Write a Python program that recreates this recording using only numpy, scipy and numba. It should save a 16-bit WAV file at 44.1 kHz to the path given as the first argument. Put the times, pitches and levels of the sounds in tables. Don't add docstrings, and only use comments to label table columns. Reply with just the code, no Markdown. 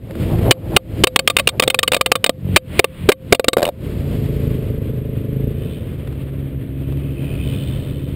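import sys
import numpy as np
from scipy import signal
from scipy.fft import rfft, irfft
from scipy.io import wavfile
from scipy.ndimage import uniform_filter1d, map_coordinates
from numba import njit

SR = 44100
rng = np.random.default_rng(int(sys.argv[2]) if len(sys.argv) > 2 else 0)


def output_pcm(signal):
    pcm = np.clip(np.atleast_2d(signal).T, -1, 1) * 32767
    wavfile.write(sys.argv[1], SR, np.round(pcm).astype(np.int16))


N = 359415
TIME = np.arange(N) / SR

# t/s, rumble level/dB
AIRFLOW = [(0, -11.5), (.17, -17.5), (.3, -16.5), (.5, -12.5), (1, -18.5), (1.55, -8), (2.2, -16.5),
           (2.5, -24.5), (2.75, -17), (3.05, -26.5), (3.3, -20.5), (3.75, -23), (4.2, -21), (5, -26),
           (5.9, -25.5), (6.6, -28), (7.5, -23.5), (8.15, -25.5)]
# f/Hz, level/dB
RUMBLE_SPECTRUM = [(20, -12), (35, -9.5), (60, 0.5), (110, 3.5), (200, -5), (320, -9.5), (520, -15),
                   (640, -20), (790, -38.5), (1200, -62.5)]
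HISS_SPECTRUM = [(300, -20.5), (700, -0.5), (1100, 2.5), (1450, 0), (1900, 1), (2450, 1.5), (3300, -0.5),
                 (4200, -11.5), (5500, -35)]
# t/s, exhaust pulse rate/Hz, level/dB
LEAVING_RIDE = [(0, 54, -34), (.4, 55.7, -22), (1.1, 53.5, -28), (1.6, 47, -25), (2.25, 46.5, -21),
                (2.42, 46.5, -15.5), (2.7, 45, -21), (3.1, 42, -23), (3.7, 48, -39)]
PASSING_RIDE = [(3.8, 28.5, -31), (4.05, 28, -25), (4.35, 27.8, -20), (4.62, 25.65, -21.5),
                (5.3, 25.7, -23), (5.47, 28, -19), (5.56, 28, -25), (5.8, 24, -30), (6.1, 24, -50)]
ROLLING_RIDE = [(5.7, 68.15, -38.5), (6.1, 67.85, -28), (6.35, 67.78, -26), (6.7, 67.25, -24.5),
                (7, 68.82, -24), (7.4, 68.4, -25), (7.7, 68.66, -27), (8.15, 69.3, -25.5)]
# f/Hz, width/Hz, level/dB
LEAVING_EXHAUST = [(72, 31, -6), (105.5, 24, -0.5), (168, 25, -1.5)]
PASSING_EXHAUST = [(56, 33, -5), (134, 24.4, 2.5), (159.4, 60, -7), (236, 26, -6), (291.5, 20, -11.5),
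                   (332, 11, -15), (425.5, 23.6, -8), (581, 29, -20)]
ROLLING_EXHAUST = [(69, 43, -7), (136.6, 21, -1), (267.7, 41, -9), (370, 114, -19)]
# t/s, level/dB
GRIT_TICKS = [(.109, -21), (.153, -26.5), (4.258, -40), (6.074, -36), (6.127, -41), (6.901, -46),
              (6.924, -35), (6.972, -42)]
# t/s, crack level/dB, thud level/dB, clack f/Hz
ROAD_HITS = [(0.5091, 13, 8, 3049), (0.518, 8, -2, 2960), (0.764, 15.5, 8.5, 2815),
             (1.0371, 14.5, 10.5, 3070), (1.07, 8, 4, 2660), (1.16, 10, 3.5, 3302), (1.191, 11, 6, 4400),
             (1.2751, 11.5, -4.5, 3287), (1.2993, 12.5, 6, 3700), (1.3663, 10.5, -4, 2800),
             (1.3858, 9, 0.5, 2700), (1.3949, 16, 8.5, 2570), (1.4728, 17.5, 6, 2783),
             (1.488, 16, -5, 3520), (1.597, 9, 4.5, 2536), (1.6228, 14.5, 11, 3225), (1.6349, 6, 1, 2420),
             (1.6767, 4, 6, 3550), (1.7003, 12.5, 2.5, 3058), (1.7438, 6.5, -2, 2460),
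             (1.7889, 12.5, 1.5, 3624), (1.8301, 18, 9, 3800), (1.877, 10.5, 5, 2895),
             (1.9183, 11.5, 10, 3565), (1.9326, 8.5, 7.5, 2620), (1.944, 15, 11, 2434),
             (1.965, 4, 6.5, 3750), (2.0103, 10, 2.5, 1171), (2.0601, 8.5, -0.5, 2720),
             (2.117, 13.5, 8.5, 2640), (2.1539, 13, 9, 1200), (2.2415, 5, -4, 2990),
             (2.2618, 7.5, 5.5, 3750), (2.2932, 1, 4.5, 3320), (2.561, 15.5, 4.5, 2400),
             (2.57, 11.5, 4.5, 2650), (2.7926, 7, 7.5, 2206), (2.8427, 1, 3, 2716), (3.0888, 6, 16.5, 3835),
             (3.099, 2.5, 14, 3070), (3.118, 13, 6, 2156), (3.3238, 19, 23.5, 2162), (3.347, 8, 10, 2810),
             (3.3953, -3, 8.5, 4060), (3.443, -9, -3, 2680), (3.4822, 13, 14, 3860), (3.531, 3, 4.5, 3750),
             (3.568, -7, 13.5, 3630), (3.581, 5, 16.5, 3830), (3.6275, 3.5, 16.5, 3930),
             (3.652, -5, -14, 2900)]
# f/Hz, level/dB, t60/s
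SHELL_MODES = [(287, -28, 0.063), (520.2, -11, 0.036), (688, -16, 0.038), (1173, -3, 0.031),
               (1597, -25, 0.027), (2135, -12, 0.023), (2480, -6, 0.018), (2910, -2.5, 0.012),
               (3137, -19, 0.029), (3709, -11.5, 0.028), (4263, -24.5, 0.029), (4546, -26.5, 0.031)]
# firmest touch t/s, level/dB, swell/(dB/s), fade/(dB/s), centre f/Hz,
# upward glide/(share of f on either side)
BRAKE_RUBS = [(5.73, -49, 55, 117, 3180, 0.0083), (7.48, -43, 31, 21.5, 2943, .12)]
# f/Hz, level/dB
DISC_MODES = [(2530, 2.5), (3050, -1), (3520, -2.5), (4250, -6)]

OVERLOAD_DB = 16.5
ROCK_GAP_S = .012


def from_db(db):
    return 10 ** (np.asarray(db) / 20)


def unit_rms(x):
    return x / np.sqrt(np.mean(x ** 2) + 1e-20)


def automation(rows):
    times, *columns = np.transpose(rows)
    return [np.interp(TIME, times, column) for column in columns]


def drift(rate):
    knots = rng.standard_normal(30000)
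    return unit_rms(map_coordinates(knots, [TIME * rate], order=2, mode="wrap"))


def coloured_noise(spectrum):
    hz, db = np.transpose(spectrum)
    bins = np.maximum(np.fft.rfftfreq(N, 1 / SR), 1)
    gain = from_db(np.interp(np.log(bins), np.log(hz), db)) * np.minimum(bins / hz[0], 1)
    return unit_rms(irfft(rfft(rng.standard_normal(N)) * gain, N))


def band_noise(low_hz, high_hz):
    band = signal.butter(2, [low_hz, high_hz], "band", fs=SR, output="sos")
    return unit_rms(signal.sosfilt(band, rng.standard_normal(N)))


def narrow_noise(hz, rate):
    phase = 2 * np.pi * np.cumsum(hz * np.ones(N)) / SR
    return drift(rate) * np.cos(phase) + drift(rate) * np.sin(phase)


def ring(age, hz, t60):
    age = np.maximum(age, 0)
    return np.sin(2 * np.pi * hz * age) * from_db(-60 * age / t60)


def resonance(x, hz, width_hz):
    r = np.exp(-np.pi * width_hz / SR)
    poles = [1, -2 * r * np.cos(2 * np.pi * hz / SR), r * r]
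    return signal.lfilter(np.array([1, 0, -1]) * (1 - r * r) / 2, poles, x + 1e-18)


def wind(breeze_db=-25, breeze_hiss_db=-47.5, flutter_db=1.5):
    rumble_db, = automation(AIRFLOW)
    hiss_db = breeze_hiss_db + .91 * (rumble_db - breeze_db)
    eddies = drift(35)
    brightness = from_db(-6 + 2 * np.minimum(hiss_db + 45, 0))
    hiss = coloured_noise(HISS_SPECTRUM) + brightness * band_noise(1800, 5200)
    rumble = from_db(rumble_db + eddies) * coloured_noise(RUMBLE_SPECTRUM)
    return rumble + from_db(hiss_db + flutter_db * eddies) * hiss


def buffet(trim_db=-17.5, knee_db=-15, gust_db=6.5):
    rumble_db, = automation(AIRFLOW)
    roar_db = rumble_db + trim_db + 2 * np.minimum(rumble_db - knee_db, 0)
    return from_db(roar_db + gust_db * drift(30)) * band_noise(330, 700)


def engine(ride, pipe, rough_db, wobble):
    pulse_hz, level_db = automation(ride)
    cycles = np.cumsum(pulse_hz * (1 + wobble * drift(18))) / SR
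    pulses = np.diff(np.floor(cycles), prepend=0) * from_db(rough_db * rng.standard_normal(N))
    exhaust = sum((-1) ** k * from_db(db) * resonance(pulses, hz, width)
                  for k, (hz, width, db) in enumerate(pipe))
    muffled = signal.sosfilt(signal.butter(4, 620, fs=SR, output="sos"), exhaust)
    soft_gate = uniform_filter1d(1. * ((TIME >= ride[0][0]) & (TIME <= ride[-1][0])), size=4000)
    return from_db(level_db) * soft_gate * unit_rms(muffled)


def gear_whine(order=6, trim_db=.5, fade_start_s=.95, fade_db_per_s=38):
    pulse_hz, bike_db = automation(LEAVING_RIDE)
    level_db = bike_db + trim_db - fade_db_per_s * np.maximum(TIME - fade_start_s, 0) + drift(20)
    mesh_hz = order * pulse_hz * (1 + .0085 * drift(30))
    return from_db(level_db) * np.sin(2 * np.pi * np.cumsum(mesh_hz) / SR)


def grit_ticks(t60=.026):
    times, db = np.transpose(GRIT_TICKS)
    taps = np.zeros(N)
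    taps[np.round(times * SR).astype(int)] = from_db(db)
    envelope = signal.lfilter([1], [1, -from_db(-60 / (t60 * SR))], taps + 1e-18)
    return envelope * (band_noise(430, 2900) + from_db(6) * band_noise(210, 600))


def tumble(attack_s=.00088, contact_s=.0084, longest_flight_s=.3, body_below_hz=900, lid_below_hz=1400):
    out, age = np.zeros(N), TIME[:SR // 2]
    grit, push = band_noise(630, 6000), band_noise(120, 510)
    contact = np.sin(np.pi * np.minimum(age / contact_s, 1) ** .5) ** 2
    attack = np.minimum(age / attack_s, 1) ** 2
    hits = np.vstack([ROAD_HITS, rocking()])
    hits = hits[np.argsort(hits[:, 0])]
    flights = np.clip(np.diff(hits[:, 0], prepend=0), ROCK_GAP_S, longest_flight_s)
    for (t, crack_db, thud_db, clack_hz), flight_s in zip(hits, flights):
        span = slice(round(t * SR), round(t * SR) + len(age))
        knock = contact * (from_db(crack_db - 8) * grit[span] + from_db(thud_db - 13) * push[span])
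        thud_hz = 468.2 * (.07 / flight_s) ** .12
        knock += from_db(thud_db + .5) * ring(age, thud_hz, t60=.023)
        knock += from_db(crack_db + 2.5) * ring(age, clack_hz, t60=.016)
        lid_db = .78 * crack_db + .22 * thud_db - 9 + 5 * rng.uniform(-1.4, 1)
        for hz, db, t60 in SHELL_MODES:
            strength, detune, lag = rng.uniform(-1.029, 1, 3)
            force_db = thud_db if hz < body_below_hz else lid_db if hz < lid_below_hz else crack_db
            mode = ring(age - .001 * abs(lag), hz * (1 + .035 * detune), t60)
            knock += from_db(force_db + db + 4.5 * strength) * mode
        hum_hz = 518 * (1 + .015 * rng.uniform(-1.1, 1))
        knock += from_db(min(crack_db - 5.5, 0) - 25.5) * ring(age, hum_hz, t60=.33)
        out[span] += knock * attack
    return from_db(OVERLOAD_DB) * out


def rocking(start_s=3.594, touches=9, jitter_s=.00188, fade_db_per_s=27, clack_hz=3660):
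    age = ROCK_GAP_S * np.arange(touches)
    jitter, softness = rng.uniform(-1.11, 1, (touches, 2)).T
    times = start_s + age + jitter_s * jitter
    loss_db = fade_db_per_s * age + 3 * softness
    return np.transpose([times, -15.5 - loss_db, 2 - loss_db, np.full(touches, clack_hz)])


def tyres(pass_s=2.818, width_s=.14, spin_hz=4, facing_s=2.5):
    nearness = 1 / (1 + ((TIME - pass_s) / width_s) ** 2)
    level_db = -33 + 2.5 * np.cos(2 * np.pi * spin_hz * (TIME - facing_s))
    hiss = coloured_noise(HISS_SPECTRUM) + from_db(-1.5) * band_noise(1900, 3400)
    return from_db(level_db) * nearness * hiss


def brake(glide_s=.1, reach_octaves=.36, holes_hz=81):
    out = np.zeros(N)
    chop = 1 + .8 * np.cos(2 * np.pi * np.cumsum(holes_hz + 1.5 * drift(5)) / SR)
    for t, db, swell_db_per_s, fade_db_per_s, hz, glide in BRAKE_RUBS:
        age = TIME - t
        centre_hz = hz * (1 + glide * np.tanh(age / glide_s))
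        rub = from_db(-2) * narrow_noise(centre_hz, rate=1700)
        rub += from_db(-16.5) * narrow_noise(1.6 * centre_hz, rate=1700)
        for mode_hz, mode_db in DISC_MODES:
            coupling = np.exp(-(np.log2(mode_hz / centre_hz) / reach_octaves) ** 2)
            rub += from_db(mode_db) * coupling * narrow_noise(mode_hz, rate=200)
        envelope = from_db(db + np.minimum(swell_db_per_s * age, -fade_db_per_s * age))
        out += envelope * rub * chop
    return out


def scene():
    bikes = engine(PASSING_RIDE, PASSING_EXHAUST, rough_db=.7, wobble=.0015)
    bikes += engine(LEAVING_RIDE, LEAVING_EXHAUST, rough_db=3.5, wobble=.012)
    bikes += engine(ROLLING_RIDE, ROLLING_EXHAUST, rough_db=2.4, wobble=.006)
    return (tumble() + grit_ticks() + wind() + tyres() + buffet() + bikes + gear_whine() + brake())[None]


@njit
def gain_control(x, start_db, limit, attack_db_per_s, release_db_per_s, detector_s):
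    out, gain_db, level = np.zeros(len(x)), start_db, 0.
    for i in range(len(x)):
        level += (abs(x[i]) * 10 ** (gain_db / 20) - level) / (detector_s * SR)
        if level > limit:
            gain_db -= attack_db_per_s / SR
        else:
            gain_db = min(gain_db + release_db_per_s / SR, 0.)
        out[i] = gain_db
    return out


def record(dry, gain_lag_s=.003, hold_hz=12000, cutoff_hz=16441):
    ceiling = from_db(OVERLOAD_DB)
    saturated = ceiling * np.tanh(dry[0] / ceiling)
    mic = signal.sosfilt(signal.butter(1, 15, "high", fs=SR, output="sos"), saturated)
    gain_db = gain_control(mic, start_db=-24., limit=from_db(-10.5), attack_db_per_s=2900,
                           release_db_per_s=115, detector_s=.0017)
    late_db = np.interp(TIME - gain_lag_s, TIME, gain_db)
    crunched = np.clip(mic * from_db(late_db), -1.3, 1.3)
    dulled = signal.sosfilt(signal.butter(8, 5300, fs=SR, output="sos"), crunched)
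    stored = np.clip(signal.resample_poly(dulled, hold_hz, SR), -.95, .95)
    held = signal.resample_poly(np.repeat(stored, 4), SR, 4 * hold_hz)[:N]
    return signal.sosfilt(signal.cheby2(16, 70, cutoff_hz, fs=SR, output="sos"), held)[None]


dry = scene()
out = record(dry)
output_pcm(out)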